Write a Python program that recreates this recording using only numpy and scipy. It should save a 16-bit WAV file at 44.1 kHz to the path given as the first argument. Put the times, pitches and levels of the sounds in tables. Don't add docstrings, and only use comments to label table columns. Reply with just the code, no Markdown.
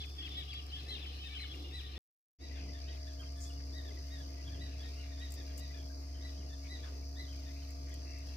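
import sys
import numpy as np
from scipy import signal
from scipy.fft import rfft, irfft, next_fast_len
from scipy.io import wavfile
from scipy.ndimage import map_coordinates

SR = 44100
rng = np.random.default_rng(int(sys.argv[2]) if len(sys.argv) > 2 else 0)


def volts_from_db(level):
    exponent = np.asarray(level, float) / 20
    return 10 ** exponent


def store_wav(level_fs):
    pcm = np.round(np.clip(np.atleast_2d(level_fs), -1, 1) * 32767)
    wavfile.write(sys.argv[1], SR, pcm.T.astype(np.int16))


N = 368676
TIME = np.arange(N) / SR
FIRST_END_S, SECOND_START_S, FADED_IN_S = 1.979, 2.386, 2.42
FIRST_SHOT = TIME < SECOND_START_S
HALF = np.array([[.5], [-.5]])


def unit(x):
    return x / np.sqrt(np.mean(x ** 2) + 1e-20)


def along(points, hz):
    f, v = np.transpose(points)
    return np.interp(np.log(hz + 1), np.log(f + 1), v)


def curves(shots):
    s, *columns = np.vstack(shots).T
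    return [np.interp(TIME, s, column) for column in columns]


def per_shot(first, second):
    return np.where(FIRST_SHOT, first, second)


def wobble(rate):
    return map_coordinates(rng.standard_normal(int(N * rate / SR) + 4), [TIME * rate])


def filtered(x, response):
    m = next_fast_len(N + 8192)
    return irfft(rfft(x, m) * response(np.fft.rfftfreq(m, 1 / SR)), m)[..., :N]


def modes(table):
    def response(f):
        total = 0
        for k, (centre, width, db) in enumerate(table):
            total = total + (-1) ** k * volts_from_db(db) * 1j * f * width / (centre * centre - f * f + 1j * f * width)
        return total
    return response


def ring(x, table):
    return unit(filtered(x, lambda f: modes(table)(f) ** 2))


def ports(x, lag_ms):
    lag_s = lag_ms / 1000 * np.array([[0], [1]])
    return filtered(np.array([x, x]), lambda f: np.exp(-2j * np.pi * f * lag_s))


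def spread(make, alike, lag_ms):
    share = np.clip(alike, 0, 1)
    common = np.sqrt(share) * ports(make(), lag_ms)
    return unit(common + np.sqrt(1 - share) * np.array([make(), make()]))


def noise(spectrum):
    return lambda: unit(filtered(rng.standard_normal(N), lambda f: volts_from_db(along(spectrum, f))))


def motor():
    shaft_hz = 69.02
    # (time [s], level [dB])
    hum_level = [
        [(0, -49), (1.96, -49)],
        [(2.4, -51), (2.55, -46), (8.36, -46)],
    ]
    # (multiple of the shaft [1], first shot level [dB], second shot level [dB])
    shaft_orders = [(1, 1.5, 0.5), (2, -20.5, -26.5), (3, -55.5, -66), (4, -20.5, -16), (5, -50, -35.5),
                    (6, -25.5, -35.5), (7, -34, -29.5), (8, -55, -38), (9, -57, -21.5), (10, -48, -23.5),
                    (10.74, -26, -39), (14, -55, -35), (17, -24.5, -30.5), (18, -32, -50)]
    db, low, high = curves(hum_level)[0], np.zeros(N), np.zeros(N)
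    for k, near_db, far_db in shaft_orders:
        drift = 0.35 * np.sqrt(k) * wobble(6) + rng.uniform(0, 2 * np.pi)
        unsteady_db = (.5 if k == 1 else 1.6) * wobble(6.5)
        level = db + 5 + per_shot(near_db, far_db) + unsteady_db
        side = low if k < 6 else high
        side += volts_from_db(level) * np.sin(2 * np.pi * k * shaft_hz * TIME + drift)
    return low + ports(high, lag_ms=0.46)


def whistles(rows, rough_hz, flutter_db, flank_hz):
    knee_ms, steepen = 32, .3
    carry_hz = 3600
    out = np.zeros(N + 2 * SR)
    shake, flutter = rough_hz * wobble(250), volts_from_db(flutter_db * wobble(90))
    for s, rise, fall, hz, bend, db in rows:
        at = np.arange(max(round((s - rise) * SR), 0), min(round((s + fall) * SR), N))
        ms, height = 1000 * np.abs(TIME[at] - s), hz / carry_hz
        arch = hz - bend * ms ** 2 * (ms / knee_ms) ** steepen
        glide = np.maximum(arch + height * shake[at], 300)
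        flank_db = (arch - hz) / (flank_hz * height ** 2.6)
        swell = np.sin(np.linspace(0, np.pi, len(at))) ** .5 * volts_from_db(flank_db)
        out[at] += volts_from_db(db) * swell * flutter[at] * np.sin(2 * np.pi * np.cumsum(glide) / SR)
    return out[:N]


def trees(x):
    # (frequency [Hz], time to fall 60 dB [s])
    tree_decay = [(1000, 0.058), (4000, 0.57), (10000, 0.025)]
    hz, t, z = signal.stft(rng.standard_normal((2, SR // 2)), SR, nperseg=256)
    fade = volts_from_db(-60 * t / along(tree_decay, hz)[:, None])
    tail = signal.istft(z * fade, SR, nperseg=256)[1]
    return signal.fftconvolve(x[None], tail / np.linalg.norm(tail[0]), axes=1)[:, :N]


def trunks(x):
    first_s, last_s, count = .006, .07, 7
    taps = np.zeros((2, SR // 10))
    for port in taps:
        at = (rng.uniform(first_s, last_s, size=count) * SR).astype(int)
        port[at] = rng.choice([-1, 1], size=count) / np.sqrt(count)
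    return signal.fftconvolve(x[None], taps, axes=1)[:, :N]


def crowd(low_hz, high_hz):
    u = rng.random((600, 4))
    start = (np.arange(len(u)) + u[:, 0]) / len(u) * N / SR
    rise, fall = .02 + .02 * u[:, 1], .02 + .03 * u[:, 1]
    top_hz = low_hz + (high_hz - low_hz) * u[:, 2]
    rows = np.c_[start, rise, fall, top_hz, .4 + u[:, 3], -6 * u[:, 1]]
    far = whistles(rows, rough_hz=150, flutter_db=3, flank_hz=700)
    return unit(.4 * trees(far) + trunks(far) + .8 * ports(far, lag_ms=0.46))


def flock():
    # (time [s], level [dB])
    flock_level = [
        [(0, -49), (.05, -60), (.08, -77), (.15, -69), (.2, -60), (.55, -59.5), (.65, -65.5), (.75, -60),
         (1.4, -59), (1.65, -62), (1.96, -60.5)],
        [(2.44, -70.5), (2.58, -61.5), (2.68, -69), (2.9, -66.5), (3.3, -73), (3.7, -72), (3.9, -69),
         (4.3, -69), (4.83, -65.5), (5.75, -68), (5.95, -78), (6.08, -73), (6.3, -68.5), (6.57, -76),
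         (6.85, -66), (7.08, -76.5), (7.25, -73), (7.62, -67), (7.8, -73.5), (7.95, -68), (8.15, -73.5),
         (8.3, -64.5)],
    ]
    db = curves(flock_level)[0]
    low = volts_from_db(db + per_shot(-8, 0.5)) * crowd(1750, 2900)
    return low + volts_from_db(db + per_shot(3, -1.5)) * crowd(2700, 4200)


def peeps():
    # (top time [s], top frequency [Hz], level [dB])
    peep_events = [(0.013, 3440, -50.5), (0.244, 3380, -49.5), (.503, 3420, -50.5), (.775, 3480, -61.5),
                   (.945, 3820, -51.5), (1.862, 3590, -60), (0.789, 3290, -63.5), (1.021, 3506, -51.5),
                   (1.37, 3090, -52), (1.511, 3355, -53.5), (1.975, 3520, -56.5), (2.571, 3400, -68),
                   (2.899, 3190, -68.5), (5.19, 3570, -69), (2.93, 3570, -70), (3.201, 3180, -70),
                   (3.473, 3505, -67.5), (4.465, 3390, -72), (4.81, 3470, -66.5), (5.791, 3320, -71),
                   (6.156, 3230, -75), (6.39, 3240, -73), (7.3, 3270, -68), (5.002, 2920, -71),
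                   (6.85, 3580, -73), (7.619, 3120, -78), (7.926, 3390, -71), (8.29, 3300, -74.5)]
    rows = []
    for s, hz, db in peep_events:
        rise, fall, bend, low_db = (.03, .055, .55, -9) if s > SECOND_START_S else (.026, .05, 1, -22)
        for k in (1, 2):
            rows.append((s, rise, fall, hz / k, bend / k, db + (k - 1) * low_db))
    return np.array(rows)


def streaks():
    # (start time [s], start frequency [Hz], level [dB], length [s])
    streak_events = [(.258, 4650, -60, 0.014), (.526, 4650, -56, .012), (.796, 4100, -54, .012),
                     (1.3, 4700, -65.5, 0.016), (7.63, 4500, -73.5, 0.026), (7.94, 4600, -68, 0.022),
                     (.415, 3400, -52, .022), (0.26, 4200, -65, .016), (1.43, 1900, -51.5, .022),
                     (5.51, 1500, -81, 0.041), (2.585, 3500, -68, 0.037), (.7, 4300, -58, .01),
                     (0.92, 3250, -51, 0.013)]
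    bend = 1.8
    return [(s, 0, length, hz, bend, db) for s, hz, db, length in streak_events]


def arches(soft):
    soft_hz = 1870
    # (top time [s], top frequency [Hz], level [dB], length [s])
    near_calls = [
        (0.386, 1935, -65, 0.075),
        (0.775, 1720, -70, 0.063),
        (0.907, 2057, -62, 0.07),
        (1.257, 1845, -64.5, .065),
        (1.327, 1780, -68, 0.068),
        (1.404, 2067, -64.5, 0.092),
        (1.758, 1995, -63.5, 0.11),
    ]
    # (top time [s], top frequency [Hz], level [dB], length [s])
    far_calls = [(2.442, 1967, -67.5, 0.11), (2.751, 1810, -69.5, 0.087), (2.9, 1920, -69.5, 0.065),
                 (3.078, 1724, -69, 0.068), (3.376, 1752, -71, 0.078), (3.773, 1950, -63, 0.098),
                 (3.854, 1825, -69, 0.1), (4.138, 1908, -64, 0.077), (4.193, 1734, -66.5, 0.11),
                 (4.519, 1740, -66, 0.088), (4.639, 1957, -62.5, 0.092), (4.855, 1870, -66, .06),
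                 (5.121, 1862, -68.5, 0.0525), (5.232, 1942, -61, 0.086), (5.384, 1826, -64.5, 0.076),
                 (5.489, 1670, -72, 0.052), (5.629, 1940, -66, 0.081), (5.755, 1746, -68, 0.054),
                 (6.256, 1980, -63.5, 0.099), (6.515, 1770, -69.5, 0.075), (6.73, 2007, -60.5, 0.11),
                 (6.844, 1750, -70, 0.048), (7.18, 1780, -70, 0.065), (7.208, 2010, -61, 0.11),
                 (7.468, 1837, -67.5, .06)]
    climb_share = ((.36, .33), (.5, .3))
    sag = ((.19, .2), (.11, .09))
    octave_db = ((8, 7), (-1, -3))
    overtone_db = (-19.5, -26)
    rows = []
    for calls, shares, bends, octaves, over_db in zip((near_calls, far_calls), climb_share, sag,
                                                      octave_db, overtone_db):
        share, bend = shares[soft], bends[soft]
        partials_db = (0, octaves[soft], over_db, over_db, over_db)
        for s, hz, db, length in calls:
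            if (hz < soft_hz) != soft:
                continue
            for k, step_db in enumerate(partials_db, 1):
                rows.append((s, share * length, (1 - share) * length, k * hz, k * bend, db + step_db))
    return rows


def pipes():
    # (middle time [s], frequency [Hz], level [dB], length [s])
    pipe_events = [(.12, 3500, -67.5, 0.11), (.21, 1880, -68, 0.062), (0.256, 2605, -65, 0.038),
                   (.33, 3490, -59, .07), (0.401, 2267, -70.5, .14), (.53, 2260, -77, .08),
                   (1.845, 1880, -66.5, .07), (.72, 2220, -75, .03), (.875, 1795, -69, .03),
                   (.93, 1750, -70, .05), (0.578, 4000, -65, .04), (1.246, 2610, -59, 0.023),
                   (1.328, 2300, -67, 0.1), (1.43, 2200, -63, 0.12), (1.935, 2420, -71, 0.098),
                   (1.971, 1897, -64.5, .04), (1.02, 1767, -70, .05), (2.703, 2034, -73.5, 0.08),
                   (3.913, 2064, -62, 0.012), (3.975, 1970, -64.5, .015), (4.398, 1970, -70, 0.059),
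                   (5.005, 2826, -72.5, 0.12), (5.03, 4020, -75, .06), (5.6, 2840, -75, .06),
                   (5.71, 2010, -68, 0.03), (6.03, 2100, -79, .07), (5.905, 1595, -66, .015),
                   (7.03, 2250, -73, .015), (7.51, 2050, -67, .03), (7.94, 1940, -65, .025),
                   (2.52, 1990, -65, .025), (4.55, 2050, -78, .015), (6.655, 2216, -70.5, 0.062)]
    bend = .025
    return [(s, length / 2, length / 2, hz, bend, db) for s, hz, db, length in pipe_events]


def bird_aside():
    # (top time [s], rise [s], fall [s], top frequency [Hz], level [dB])
    aside_events = [(.194, 0.015, 0.037, 3380, -42.5), (0.379, .04, 0.036, 3370, -41),
                    (.568, 0.03, 0.043, 3350, -44.5), (0.754, 0.043, 0.028, 3260, -45),
                    (0.923, .02, 0.047, 3300, -43), (1.075, 0.018, 0.029, 3120, -46),
                    (1.218, 0.036, 0.041, 3150, -49.5), (1.34, .016, .02, 3000, -52),
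                    (1.454, .016, 0.018, 3000, -47), (1.55, .012, .012, 2820, -50),
                    (1.66, .02, 0.018, 2850, -53.5), (.01, .012, 0.015, 3500, -43)]
    bend, lean_db = .4, -2.5
    rows = [(s, rise, fall, hz, bend, db) for s, rise, fall, hz, db in aside_events]
    aside = whistles(rows, 50, 2.5, flank_hz=200)
    return volts_from_db(lean_db * HALF) * ports(aside, lag_ms=.455) + volts_from_db(-10.5) * trunks(aside)


def birds():
    # (frequency [Hz], left over right [dB])
    near_lean = [(1800, 1), (2300, 5), (3000, 0), (3900, 3)]
    # (frequency [Hz], left over right [dB])
    far_lean = [(1900, 6.5), (2800, -2), (3400, -8), (4000, -4)]
    # (frequency [Hz], lead of the left port [cycles])
    near_turn = [(2000, 0), (2900, .38), (3150, .6), (3300, .77), (4100, .77)]
    # (frequency [Hz], lead of the left port [cycles])
    far_turn = [(1780, .3), (2010, .06), (2700, .2), (3450, .16), (3900, -.2), (4100, -.28)]
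    # (frequency [Hz], level [dB])
    voice_tone = [(1900, -0.5), (2800, 5), (3400, 4), (3900, 5.5)]
    out = flock()
    clear = arches(soft=False) + pipes()
    soft = arches(soft=True)
    steep = np.vstack([peeps(), streaks()])
    near_smooth = whistles(clear, 35, 2, flank_hz=300) + whistles(soft, 45, 2.5, flank_hz=300)
    near_thin = volts_from_db(-4) * whistles(steep, 70, 3, flank_hz=250)
    far_smooth = whistles(clear, 55, 2.5, flank_hz=95) + whistles(soft, 100, 3.5, flank_hz=100)
    far_thin = volts_from_db(-2) * whistles(steep, 90, 5, flank_hz=700)
    for smooth, thin, shot, lean, turn, echo_db in (
            (near_smooth, near_thin, FIRST_SHOT, near_lean, near_turn, -7),
            (far_smooth, far_thin, ~FIRST_SHOT, far_lean, far_turn, -5)):
        direct = filtered((smooth + thin) * shot, lambda f: np.exp(2j * np.pi * along(turn, f) * HALF))
        wet = volts_from_db(4.5) * direct + volts_from_db(-6.5) * trees(smooth * shot)
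        wet += volts_from_db(4.5 + echo_db) * trunks((thin + .3 * smooth) * shot)
        out += filtered(wet, lambda f: volts_from_db(along(voice_tone, f) + along(lean, f) * HALF))
    return out + bird_aside()


def chorus():
    # (time [s], level [dB], upper singers over it [dB])
    chorus_level = [
        [(0, -66.5, -8.5), (1.96, -74.5, -7.5)],
        [(2.44, -64.5, -6.5), (5, -65.5, -5), (8.36, -66.5, -2)],
    ]
    # (frequency [Hz], width [Hz], level [dB])
    main_wings = [(4660, 460, 8.5), (5400, 650, 3.5)]
    # (frequency [Hz], width [Hz], level [dB])
    upper_wings = [(5900, 450, 0)]
    db, upper_db = curves(chorus_level)
    pulse = np.sin(2 * np.pi * np.cumsum(71 + 4 * wobble(10)) / SR)
    beat = volts_from_db(3.4 * pulse + 1.4 * wobble(30) + 0.23 * wobble(2.1))

    def sing(wings):
        clicks = rng.standard_normal(N) * (rng.random(N) < .08) * beat
        return ring(clicks, wings)

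    main = volts_from_db(db + 5.5) * spread(lambda: sing(main_wings), alike=0.58, lag_ms=0.319)
    return main + volts_from_db(db + upper_db + 2.5) * spread(lambda: sing(upper_wings), alike=1.0, lag_ms=0.3)


def air():
    # (frequency [Hz], density [dB per Hz])
    thud_tone = [(25, -23), (50, -0.5), (100, -1), (140, -2.5), (190, -16.5), (260, -45), (400, -120)]
    # (frequency [Hz], density [dB per Hz])
    murmur_tone = [(100, -120), (200, -4.5), (310, 1), (480, -6.5), (700, -12), (1100, -22), (1600, -120)]
    # (frequency [Hz], density [dB per Hz])
    hiss_tone = [(500, -41), (700, -8.5), (900, -19), (1320, -17.5), (2000, -24), (3100, -35), (4100, -14),
                 (5170, -5), (6360, -19.5), (7330, -24), (9500, -27), (11500, -25), (14000, -28.5),
                 (15600, -32)]
    thud = volts_from_db(-58 + 0.5 * wobble(12)) * spread(noise(thud_tone), alike=0.8, lag_ms=0)
    murmur = volts_from_db(-63.5 + 2.9 * wobble(10)) * spread(noise(murmur_tone), alike=0.58, lag_ms=0.21)
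    grain_db = .5 * wobble(10) + 1.2 * wobble(150)
    grain_db -= 4 * np.exp(-np.abs(TIME - SECOND_START_S) / 0.29)
    hiss = volts_from_db(per_shot(-60, -61) + grain_db) * spread(noise(hiss_tone), alike=0.17, lag_ms=0.4365)
    return thud + murmur + hiss


def net():
    # (time [s], peak level [dB])
    tick_events = [(0.058, -54.5), (0.537, -51), (0.6646, -55), (1.55, -55.5), (3.132, -57), (3.207, -55),
                   (3.321, -58), (3.4161, -63), (3.9474, -59), (4.068, -55), (5.1956, -55), (5.306, -47.5),
                   (5.321, -41), (5.339, -42.5), (5.351, -50), (5.5784, -41), (5.581, -51), (5.5904, -50),
                   (5.595, -44.5), (5.6082, -59), (7.689, -57), (7.7058, -49.5), (7.893, -53),
                   (7.9404, -47.5), (8.1842, -52)]
    # (time [s], length [s], centre frequency [Hz], width [Hz], level [dB])
    rustle_events = [(3.4, 0.09, 6700, 1300, -54), (3.4, .08, 5300, 600, -57.5),
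                     (3.38, .18, 7000, 6000, -62.5), (3.595, .035, 2000, 800, -66),
                     (7.56, .035, 2300, 500, -67), (7.685, .045, 2100, 500, -65),
                     (2.84, .035, 2350, 400, -66), (3.373, .007, 9200, 2000, -63),
                     (5.568, 0.045, 7000, 11000, -59), (0, .06, 3500, 1400, -58),
                     (6.83, 0.1, 1400, 1600, -60.5), (3.21, 0.04, 1200, 470, -61.5),
                     (6.64, 0.061, 2400, 1300, -62), (6.38, .04, 200, 200, -59),
                     (0.37, 0.05, 13400, 700, -70), (7.86, .11, 2000, 700, -65), (6.82, .3, 400, 200, -65),
                     (.12, 0.29, 304, 63, -60.5), (1.47, .4, 304, 70, -58), (4.45, 0.36, 97, 66, -51),
                     (2.6, 0.16, 120, 150, -53), (4.72, 0.36, 440, 180, -67)]
    out, t = np.zeros((2, N + SR)), np.arange(SR // 50) / SR
    for s, db in tick_events:
        decay = volts_from_db(db + 1.0 - 60 * t / 0.029)
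        out[:, round(s * SR):][:, :len(t)] += rng.standard_normal((2, len(t))) * decay
    out = filtered(out[:, :N], modes([(7200, 1200, 3), (13550, 2400, -3)])) * volts_from_db([[0], [-1]])

    def grains():
        return rng.standard_normal(N) * volts_from_db(2.2 * wobble(300))

    for s, length, hz, width, db in rustle_events:
        swell = np.sin(np.pi * np.clip((TIME - s) / length, 0, 1) ** 0.62)
        pair = spread(grains, alike=300 / hz, lag_ms=0)
        out += volts_from_db(db) * swell * ring(pair, [(hz, width, 0)])
    return out


def crickets():
    # (frequency [Hz], level [dB])
    trill_lines = [(6293, -76.5), (6368, -80), (6444, -80.5), (6600, -76)]
    # (first pulse [s], end [s], pulse rate [1/s], frequency [Hz], level [dB])
    buzz_bursts = [
        (.008, .2, 28.2, 14300, -86),
        (1.283, 1.96, 28.2, 14300, -85),
        (3.744, 4.36, 28.32, 14200, -78),
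        (5.254, 6.06, 28.24, 14200, -78),
        (6.908, 7.74, 28.38, 14200, -77),
    ]
    trill, buzz = np.zeros(N), np.zeros(N)
    for hz, db in trill_lines:
        level = volts_from_db(db + 4 + 1.5 * wobble(3))
        trill += level * np.sin(2 * np.pi * hz * TIME + .4 * wobble(8))
    for s, end, rate, hz, db in buzz_bursts:
        pulse = np.clip(np.cos(2 * np.pi * rate * (TIME - s)) * 1.4 - .2, 0, 1)
        pulse = pulse * (TIME > s - .01) * (TIME < end)
        level = volts_from_db(db + 0.91 * wobble(37))
        turn = 2 * np.pi * np.cumsum(hz + 45 * wobble(30)) / SR / 3
        buzz += level * pulse * (np.sin(turn) + .6 * np.sin(2 * turn) + 1.5 * np.sin(3 * turn))
    steady = ports(trill * (TIME > SECOND_START_S), lag_ms=0.2)
    return steady + ports(buzz, lag_ms=0.058) * volts_from_db([[3], [-3]])


def croak():
    start_s, length_s, bursts_per_s = 8.045, 0.19, 45
    # (frequency [Hz], width [Hz], level [dB])
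    throat_modes = [(2050, 390, -4), (2730, 99, -1)]
    swell = np.sin(np.pi * np.clip((TIME - start_s) / length_s, 0, 1)) ** 0.35
    bursts = volts_from_db(2.6 * np.sin(2 * np.pi * bursts_per_s * TIME)) * rng.standard_normal(N)
    voice = swell * ring(bursts, throat_modes)
    return volts_from_db(-62) * (ports(voice, lag_ms=0.43) + volts_from_db(-7) * trunks(voice))


def scene():
    return motor() + birds() + chorus() + air() + net() + crickets() + croak()


def roll_off(x):
    return signal.sosfilt(signal.butter(12, 15720, fs=SR, output="sos"), x)


def record(dry):
    # (frequency [Hz], left over right [dB])
    port_balance = [(300, .5), (700, 5.5), (1290, 8), (2380, 5.5), (4400, 1), (8120, 1.5), (11000, 2),
                    (15000, 7)]
    top_hz = 15720
    tilted = filtered(dry, lambda f: (f < top_hz) * volts_from_db(along(port_balance, f) * HALF))
    fade_in = np.clip((TIME - SECOND_START_S) / (FADED_IN_S - SECOND_START_S), 0, 1)
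    gate = (TIME < FIRST_END_S) + fade_in
    mix = tilted * gate + volts_from_db(-104) * rng.standard_normal(N)
    return roll_off(mix)


dry = scene()
out = record(dry)
store_wav(out)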